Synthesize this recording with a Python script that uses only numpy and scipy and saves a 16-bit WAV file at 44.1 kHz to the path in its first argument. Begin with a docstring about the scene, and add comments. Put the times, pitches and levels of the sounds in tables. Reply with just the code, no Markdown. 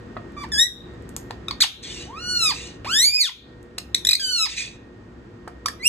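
"""A parakeet whistles, pips, trills and hisses in a quiet furnished room, as one of two at a plate of food.
Its syrinx gives harmonic stacks coloured by throat and mouth; the hisses are air ringing in the throat.
Beak clicks and plate knocks are struck decaying modes, close to a stone counter.
Ventilation rumbles below as coloured noise with motor tones, dipping at set times near the loudest calls.
A wall echo, near scatter and a diffuse tail place the birds; a small two-port recorder listens."""
import sys
import numpy as np
from scipy import signal
from scipy.fft import rfft, irfft, next_fast_len
from scipy.io import wavfile
from scipy.ndimage import uniform_filter1d

SR = 44100
rng = np.random.default_rng(int(sys.argv[2]) if len(sys.argv) > 2 else 0)


def file_out(sig):
    """Save sig as 16-bit WAV at sys.argv[1]."""
    # one column per channel
    cols = np.atleast_2d(sig).T
    # limit, then scale
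    lim = np.clip(cols, -1, 1)
    pcm = np.round(lim * 32767).astype(np.int16)
    wavfile.write(sys.argv[1], SR, pcm)


N = 259308


def amp(db):
    """Decibels to gain."""
    return 10 ** (np.asarray(db) / 20)


def rms_one(x):
    """Scale to rms 1."""
    return x / np.sqrt(np.mean(x ** 2) + 1e-20)


def at_hz(points, hz):
    """Read a (Hz, value) table on a log frequency axis."""
    p = np.array(points)
    return np.interp(np.log(np.maximum(hz, 1)), np.log(p[:, 0]), p[:, 1])


def filtered(x, response):
    """Multiply the spectrum by response(Hz), padded so the end does not wrap round."""
    size = next_fast_len(x.shape[-1] + 4096)
    spectrum = rfft(x, size) * response(np.fft.rfftfreq(size, 1 / SR))
    return irfft(spectrum, size)[..., :x.shape[-1]]


def coloured(spectrum, channels=1):
    """Noise with a spectrum in dB per Hz, scaled to rms 1."""
    white = rng.standard_normal((channels, N))
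    return rms_one(filtered(white, lambda hz: amp(at_hz(spectrum, hz))))


def drift(rate_hz, size):
    """Slow random wander of rms 1: noise through a two-pole low-pass."""
    r = np.exp(-2 * np.pi * rate_hz / SR)
    settle = SR // 4
    noise = rng.standard_normal(size + settle)
    return rms_one(signal.lfilter([1], [1, -2 * r, r * r], noise)[settle:])


def add(out, rows, make, fade_s):
    """Interpolate the rows over their samples, sound them, fade both ends and mix into out."""
    s, *columns = np.transpose(rows)
    at = np.arange(int(s[0] * SR), min(int(s[-1] * SR), N))
    t = at / SR
    # a sound that lasts to the very end gets no closing fade
    runs_to_end = s[-1] > N / SR - .01
    edge = np.clip(np.minimum(t - s[0], s[-1] - t + runs_to_end) / fade_s, 0, 1)
    sound = make(at, *[np.interp(t, s, c) for c in columns])
    out[at] += np.sin(edge * np.pi / 2) ** 2 * sound


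# ventilation spectrum: hz, level_db (per Hz)
AIR_SPECTRUM = [(15, -39), (28, -19.5), (45, -4), (84, -7), (120, -3.5), (357, -4), (500, -13),
                (733, -17.5), (1640, -20.5), (2200, -27.5), (3460, -33), (6360, -39), (9000, -44),
                (15000, -66)]
# level of the rumble before the dips: time_s, level_db
AIR_LEVEL = [(0, -40.5), (1.5, -41), (2.9, -42.5), (3.5, -45.5), (4.5, -46.5), (5.0, -45.5), (5.88, -44.5)]
# how alike the rumble is at left and right: hz, likeness (0-1)
AIR_LIKENESS = [(40, .997), (70, .99), (140, .94), (280, .77), (500, .45), (800, .05), (16000, .05)]
# motor tones: hz, level_db, width_hz, steady_share (0-1)
MOTOR_TONES = [(64.8, -49.5, 6.9, 0.07), (107.6, -53, 6.4, 0.01), (242.6, -55.5, 2.4, 0.6),
               (355.8, -53.5, 6.5, 0.2), (481, -58, 3.2, 0), (1856, -60.5, 7.4, .75)]
# dips of the rumble: deepest_from_s, hold_s, sink_time_s, depth_db
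RUMBLE_DIPS = [(.65, 0.057, 0.064, -10), (1.656, 0.062, .07, -12.5), (3.255, 0.069, .3, -17),
               (4.127, .01, .04, -7.5), (4.42, .01, .15, -7)]
DIP_RECOVER_S = 0.17


def ventilation():
    """Broad rumble, alike on both sides only in the bass, with centred motor tones that waver."""
    def likeness(hz):
        return np.clip(at_hz(AIR_LIKENESS, hz), 0, 1)

    mid, side = coloured(AIR_SPECTRUM, channels=2)
    mid = filtered(mid, lambda hz: np.sqrt((1 + likeness(hz)) / 2))
    side = filtered(side, lambda hz: np.sqrt((1 - likeness(hz)) / 2))
    t = np.arange(N) / SR
    s, level_db = np.transpose(AIR_LEVEL)
    total_db = np.interp(t, s, level_db)
    for deepest_s, hold_s, sink_s, depth_db in RUMBLE_DIPS:
        held_to_s = deepest_s + hold_s
        corners_s = [deepest_s - sink_s, deepest_s, held_to_s, held_to_s + DIP_RECOVER_S]
        total_db = total_db + np.interp(t, corners_s, [0, depth_db, depth_db, 0])
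    gain = amp(total_db)
    out = gain * (mid + side * np.array([[1], [-1]]))
    for hz, tone_db, width_hz, steady in MOTOR_TONES:
        wander = drift(width_hz, N) + 1j * drift(width_hz, N)
        waver = steady * np.sqrt(2) + (1 - steady) * wander
        tone = np.real(waver * np.exp(2j * np.pi * hz * t))
        out = out + amp(tone_db) * gain / gain.mean() * tone   # tones dip with the rumble
    return out


def struck(events, modes):
    """Each blow rings every decaying mode with a random strength of its own."""
    s, strength_db = np.transpose(events)
    out, spread = np.zeros(N), rng.standard_normal((len(s), len(modes)))
    for k, (hz, level_db, t60_s) in enumerate(modes):
        blows = np.full(N, 1e-18)
        blows[(s * SR).astype(int)] = amp(strength_db + level_db - 7.5 + 3.0 * spread[:, k])
        r, w = amp(-60 / (t60_s * SR)), 2 * np.pi * hz / SR
        out += signal.lfilter([0, np.sin(w)], [1, -2 * r * np.cos(w), r * r], blows)
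    return out


# beak clicks: time_s, strength_db (relative)
BEAK_CLICKS = [(0.155, -58.5), (0.3214, -50), (0.4894, -46), (0.9394, -56), (1.024, -47.5), (1.092, -27),
               (1.1651, -11), (3.6293, -41.5), (5.6914, -39)]
# ringing of the beak: hz, level_db, t60_s
BEAK_MODES = [(1200, -13, .004), (4300, -30, .003), (7040, 0, 0.0037), (8500, 11, .002),
              (11400, -8.5, .003), (14800, -20, .002)]
# beak knocks on the plate: time_s, strength_db (relative)
PLATE_KNOCKS = [(0.167, -23.5), (1.306, -27), (3.781, -24), (5.476, -22), (5.659, -26), (5.684, -23)]
# ringing of the plate: hz, level_db, t60_s
PLATE_MODES = [(480, -6, .02), (700, -5, 0.041), (950, -4.5, 0.0084), (1250, 5, .015), (1700, -6, 0.036)]
KNOCK_SOFT_HZ = 1500   # low-pass of the soft contact


def beaks():
    """Dry clicks of the beak, and duller knocks on the plate softened by a low-pass."""
    soft_contact = signal.butter(2, KNOCK_SOFT_HZ, fs=SR, output="sos")
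    knocks = signal.sosfilt(soft_contact, struck(PLATE_KNOCKS, PLATE_MODES))
    return struck(BEAK_CLICKS, BEAK_MODES) + knocks


# throat weighting of overtones and leaking breath: hz, level_db
THROAT_COLOUR = [(150, -46.5), (400, -27.5), (1200, -13), (2000, -9), (3000, -7), (4000, -3.5), (5000, 1.5),
                 (6000, -4.5), (7500, -4.5), (9500, -1), (11500, -14), (13000, -16.5), (16000, -16.5)]
BREATH_AIR = coloured(THROAT_COLOUR)[0]
MOUTH_DB, MOUTH_OCTAVES = 9.5, 0.17   # height and half-width of the mouth resonance
FULL_VOICE_DB = -15   # level of the fully driven voice
# dB per overtone at full voice, extra for each dB softer, and the steepest fall allowed
FALL_DB, FALL_PER_SOFT_DB, DULLEST_DB = -1.11, -0.1455, -6.5
ROUNDING = .04   # share of a call over which pitch bends are rounded


def syrinx(at, hz, level_db, mouth_hz, first_db, breath_db, duller_db, odd_db):
    """A harmonic stack, duller when soft, shaped by throat and mouth; air leaks once a cycle."""
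    hz = uniform_filter1d(hz, 1 + int(ROUNDING * len(at)), mode="nearest")
    jitter = 1 + .003 * drift(90, len(at))
    turn = 2 * np.pi * np.cumsum(hz * jitter) / SR
    k = np.arange(1, 17)[:, None]   # harmonic numbers
    soft_db = FULL_VOICE_DB - level_db
    fall_db = np.maximum(FALL_DB + FALL_PER_SOFT_DB * soft_db + duller_db, DULLEST_DB)
    mouth_db = MOUTH_DB * np.exp(-(np.log2(k * hz / mouth_hz) / MOUTH_OCTAVES) ** 2)
    stack_db = at_hz(THROAT_COLOUR, k * hz) + mouth_db + fall_db * (k - 1)
    stack_db = stack_db + first_db * (k == 1) + odd_db * (k % 2) * (k > 1)
    gains = amp(stack_db) * (k * hz < SR * .4)
    gains = gains * np.sqrt(2 / np.sum(gains ** 2, axis=0))   # stack at rms 1 before the flutter
    flutter = amp(2.0 * np.array([drift(50, len(at)) for _ in k]))
    tone = np.sum(gains * flutter * np.sin(k * turn), axis=0)
    leak = amp(breath_db) * BREATH_AIR[at] * (1 + 0.3 * np.sin(turn))
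    return amp(level_db) * (tone + leak)


def short_note(out, s, ms, first_hz, last_hz, *settings):
    """One gliding note around its centre, swelling to the middle and fading at once."""
    half_s = ms / 2000
    rows = [(s - half_s, first_hz, *settings), (s + half_s, last_hz, *settings)]
    add(out, rows, syrinx, half_s)


# short pips: centre_s, length_ms, first_pitch_hz, last_pitch_hz, level_db, mouth_hz,
# fundamental_lift_db, breath_db (against the note)
SHORT_PIPS = [(.172, 15.4, 757, 560, -32, 4160, 11.5, -34), (1.309, 4.9, 662, 1102, -27.5, 4170, 9.5, -11),
              (1.485, 6, 1248, 1250, -21, 3800, 6.5, -13), (1.511, 6.8, 1232, 962, -20, 4400, 7, -18.5),
              (3.784, 8, 1152, 1550, -26.5, 4200, -17, 2.5),
              (3.948, 6.27, 1700, 2208, -9.5, 3730, -6.5, -8), (5.48, 9, 788, 756, -32.5, 1610, 14.5, -11),
              (5.661, 7.3, 1200, 1145, -17, 5520, 8, -2.7), (5.685, 6.2, 1790, 1700, -23, 5100, 17, -1.5)]


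def pips():
    """Brief syrinx notes whose overtones fall off faster than in the long calls."""
    out = np.zeros(N)
    for row in SHORT_PIPS:
        short_note(out, *row, -2.5, 0)   # extra fall in dB per overtone; odd overtones untouched
    return out


# whistled calls, one curve each: time_s, pitch_hz, level_db, mouth_hz, fundamental_lift_db
WHISTLE_CURVES = [
    [(.365, 1200, -42, 2348, 19), (.378, 1168, -33, 2350, 19.5), (.432, 1162, -32, 2296, 18),
     (.444, 934, -33, 1900, 15.5), (.458, 793, -46.5, 1700, 12)],
    [(.518, 1786, -27, 4730, 2), (.548, 1657, -23.5, 4730, 11), (.575, 1667, -23, 4300, 12),
     (.597, 1830, -12.5, 3700, 3.5), (.625, 1901, -15.5, 3800, .6), (.654, 1951, -24, 4220, -0.5),
     (.68, 1915, -41.5, 4240, 17.5)],
    [(1.603, 1312, -28.5, 3500, 5), (1.609, 2020, -13, 4030, -3.5), (1.614, 2459, -15, 4630, 5),
     (1.622, 1975, -11.5, 3800, -7), (1.631, 1362, -20, 3450, -0.7), (1.641, 950, -18, 2830, 5.5),
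     (1.652, 620, -45, 2970, 4.5)],
    [(2.05, 600, -55, 3070, 15), (2.11, 948, -44.5, 3380, 27), (2.164, 1216, -37, 2450, 19),
     (2.21, 1436, -39, 3340, -3), (2.314, 1461, -23.5, 4090, 1), (2.38, 1430, -23.5, 4240, 0),
     (2.444, 1290, -17.5, 4190, 2), (2.5, 1195, -19.5, 4500, 7), (2.53, 737, -33.5, 4450, 5.5)],
    [(2.845, 480, -32, 2570, 10), (2.869, 1035, -33, 2480, 14.5), (2.889, 1261, -29, 2560, 11.5),
     (2.937, 1606, -20.5, 3420, 5), (3.01, 1944, -15.5, 4540, -5), (3.06, 2288, -16, 5180, -4.5),
     (3.12, 2400, -24, 5110, 5), (3.15, 2466, -19, 4900, 5.5), (3.179, 2522, -22.5, 4800, 11.5),
     (3.219, 2182, -15.5, 4100, -6.5), (3.263, 1640, -27, 3580, -7), (3.3, 885, -38, 3295, -1)],
    [(4.195, 1654, -27.5, 4420, -2), (4.247, 1530, -25, 4150, -7.3), (4.305, 1503, -26.5, 3270, -4.5),
     (4.347, 1458, -24, 4420, -7), (4.415, 1297, -19.5, 4240, -3), (4.451, 1264, -22.5, 4900, -2),
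     (4.475, 787, -34, 4740, 3.5)],
    [(5.795, 1989, -49.5, 2670, 13), (5.821, 2018, -40.5, 2670, 11), (5.861, 2732, -16.5, 2950, 1),
     (5.88, 2890, -11, 2915, -7.5)],
]
# breath against the tone: clear limit, hoarse limit, rise per octave/s of glide
CLEAR_DB, HOARSE_DB, DB_PER_GLIDE = -37, -18, 1.3


def whistled_calls():
    """Long gliding syrinx calls, breathier where the pitch moves fast."""
    out = np.zeros(N)
    for rows in map(np.array, WHISTLE_CURVES):
        glide = np.abs(np.gradient(np.log2(rows[:, 1]), rows[:, 0]))   # octaves per s
        breath_db = np.minimum(CLEAR_DB + DB_PER_GLIDE * glide, HOARSE_DB)
        none = 0 * glide   # no extra dullness, odd overtones untouched
        add(out, np.column_stack([rows, breath_db, none, none]), syrinx, fade_s=0.0018)
    return out


# unvoiced hisses: start_s, hold_s, first_level_db, last_held_level_db (both relative),
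# lowest_resonance_start_hz, lowest_resonance_end_hz
HISS_EVENTS = [(1.821, .01, -33.5, -37.5, 3570, 3300), (1.86, 0.13, -40.5, -37.5, 3180, 2800),
               (2.528, .12, -35.5, -39, 2470, 2970), (4.474, .04, -32, -35, 2520, 2490),
               (4.557, .03, -31, -28.5, 2600, 2500)]
# spectrum of the broad air: hz, level_db (per Hz)
HISS_SPECTRUM = [(300, -55), (800, -51.5), (1900, -1.5), (2400, 1), (3000, -6), (3800, -0.5), (4600, 1.5),
                 (6200, 0), (8500, -1.5), (10500, -29), (13000, -32), (16000, -50)]
# throat resonances, lowest first: width_hz, level_db (against the broad air)
THROAT_RINGS = [(90, -1), (110, -3), (250, -4)]
HISS_UPPER_HZ = (3800, 6250)   # centres of the two upper resonances
HISS_TREBLE_DB, HISS_SPLIT_HZ = -1.26, 4700   # treble gain above the split
HISS_ATTACK_S, HISS_DIES_DB, HISS_RELEASE_DB_PER_S = .02, -61.5, 192.5


def hisses():
    """Lumpy air with no tone, ringing in three throat resonances that wobble and come and go."""
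    out, air = np.zeros(N), coloured(HISS_SPECTRUM)[0]
    low = filtered(air, lambda hz: hz < HISS_SPLIT_HZ)
    low, high = rms_one(low), rms_one(air - low)

    def throat(at, level_db, lowest_hz):
        """Two bands of air plus narrow noise around each resonance."""
        centres_hz = [lowest_hz] + [hz + 0 * lowest_hz for hz in HISS_UPPER_HZ]
        lumps = amp(2.0 * np.array([drift(30, len(at)) for _ in range(5)]))
        sound = low[at] * lumps[3] + amp(HISS_TREBLE_DB) * high[at] * lumps[4]
        for hz, (width_hz, ring_db), lump in zip(centres_hz, THROAT_RINGS, lumps):
            wobble = drift(width_hz, len(at)) + 1j * drift(width_hz, len(at))
            centre = hz * (1 + 0.044 * drift(10, len(at)))
            ring = np.real(wobble * np.exp(2j * np.pi * np.cumsum(centre) / SR))
            sound += amp(ring_db + HISS_TREBLE_DB * (hz > HISS_SPLIT_HZ)) * lump * ring
        return amp(level_db - 6.0) * sound

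    for s, hold_s, first_db, last_db, first_hz, last_hz in HISS_EVENTS:
        held_s = s + HISS_ATTACK_S + hold_s
        gone_s = held_s + (last_db - HISS_DIES_DB) / HISS_RELEASE_DB_PER_S
        rows = [(s, first_db, first_hz), (held_s, last_db, last_hz), (gone_s, HISS_DIES_DB, last_hz)]
        add(out, rows, throat, HISS_ATTACK_S)
    return out


# trill beats: centre_s, length_ms, pitch_hz, level_db, after_note_level_db
TRILL_BEATS = [(4.051, 5, 1707, -12.5, -38), (4.072, 8, 1873, -8, -38), (4.091, 5.5, 1854, -7, -22),
               (4.111, 6, 1978, -11, -15.5), (4.133, 7, 1926, -9.5, -21.5), (4.154, 8, 2035, -14.5, -40)]
BEAT_RISE = 1.09   # pitch ratio over each note
BEAT_MOUTH_HZ, BEAT_FIRST_DB, BEAT_BREATH_DB = 3950, -6, -19
TRILL_ODD_DB = -6   # odd overtones are weak in the beats
AFTER_S, AFTER_MS, AFTER_HZ = .006, 11, 2346   # delay, length, first pitch of the after-note
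AFTER_MOUTH_HZ, AFTER_FIRST_DB, AFTER_BREATH_DB = 4500, 6.5, -8.5


def trill():
    """Quick rising syrinx beats, each overlapped by a higher, breathier after-note."""
    out = np.zeros(N)
    for s, ms, hz, level_db, after_db in TRILL_BEATS:
        short_note(out, s, ms, hz, hz * BEAT_RISE, level_db,
                   BEAT_MOUTH_HZ, BEAT_FIRST_DB, BEAT_BREATH_DB, 0, TRILL_ODD_DB)
        short_note(out, s + AFTER_S, AFTER_MS, AFTER_HZ, AFTER_HZ * BEAT_RISE, after_db,
                   AFTER_MOUTH_HZ, AFTER_FIRST_DB, AFTER_BREATH_DB, 0, 0)
    return out


# the near wall: delay_ms, left_db, right_db
WALL_ECHOES = [(6.3, -16.5, -19)]
# decay of the diffuse tail: hz, t60_s
TAIL_T60 = [(500, 0.36), (1500, 0.42), (3000, 0.48), (8000, 0.3), (14000, 0.38)]
TAIL_DB = -11
SCATTER_DB, SCATTER_T60_S = -5, 0.15   # plate, counter and cushions close by


def room(x):
    """Direct sound, a near-wall echo, near scatter, and a diffuse tail whose decay varies with pitch."""
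    t = np.arange(SR * 3 // 4) / SR
    noise, tail = rng.standard_normal((2, len(t))), 0
    for low_hz in 250 * 2.0 ** np.arange(6):   # octave bands
        octave = signal.butter(2, [low_hz, 2 * low_hz], "band", fs=SR, output="sos")
        decay = amp(-60 * t / at_hz(TAIL_T60, low_hz * np.sqrt(2)))
        tail = tail + signal.sosfilt(octave, noise) * decay
    tail = tail * np.clip(t / 0.004, 0, 1)   # reflections need time to build up
    response = amp(TAIL_DB) * tail / np.sqrt(np.sum(tail ** 2) / 2)
    near = rng.standard_normal((2, len(t))) * amp(-60 * t / SCATTER_T60_S)
    response += amp(SCATTER_DB) * near / np.sqrt(np.sum(near ** 2) / 2)
    response[:, 0] += 1   # direct sound
    for ms, left_db, right_db in WALL_ECHOES:
        response[:, int(ms * SR / 1000)] += amp([left_db, right_db])
    return signal.fftconvolve(x[None], response, axes=1)[:, :N]


def scene():
    """Birds and beaks in the room, over the ventilation."""
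    birds = beaks() + pips() + whistled_calls() + hisses() + trill()
    return room(birds) + ventilation()


# phase lag of the right port behind the left: hz, lag_radians
RIGHT_LAG = [(0, 0), (500, .2), (800, .9), (1200, 0), (1900, .3), (2700, 1.2), (3800, .7), (4700, 3.14),
             (9700, 9.42), (14700, 15.7), (22050, 16)]
# level of the left port over the right: hz, balance_db
LEFT_OVER_RIGHT = [(100, 0), (400, 1.5), (1000, -3), (1450, 0), (1900, -4), (2800, -3), (3300, 5),
                   (3900, 3), (4600, -5), (5500, 1), (6300, 2), (6800, 0)]
SHARED_BASS_HZ = 150   # close ports: the side signal fades below this
ONE_PORT_HZ = 5560   # the side signal fades above this
CEILING = .95   # of full scale


def record(dry):
    """Two-port recorder: port balance and lag, highest peaks rounded, then a steep treble cut-off."""
    sign = np.array([[1], [-1]])   # left, right
    lag_hz, lag = np.array(RIGHT_LAG).T
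    mid, side = (dry[0] + dry[1]) / 2, (dry[0] - dry[1]) / 2

    def side_width(hz):
        treble = 1 / np.sqrt(1 + (hz / ONE_PORT_HZ) ** 16)
        return treble * hz / np.hypot(hz, SHARED_BASS_HZ)

    def ports(hz):
        balance = amp(sign * at_hz(LEFT_OVER_RIGHT, hz) / 2)
        return balance * np.exp(.5j * sign * np.interp(hz, lag_hz, lag))

    x = filtered(mid + sign * filtered(side, side_width), ports)
    rounded = x / (1 + (x / CEILING) ** 6) ** (1 / 6)
    cutoff = signal.cheby2(12, 70, 15700 * 1.07, fs=SR, output="sos")   # 70 dB down at this Hz
    return signal.sosfilt(cutoff, rounded)


dry = scene()
out = record(dry)
file_out(out)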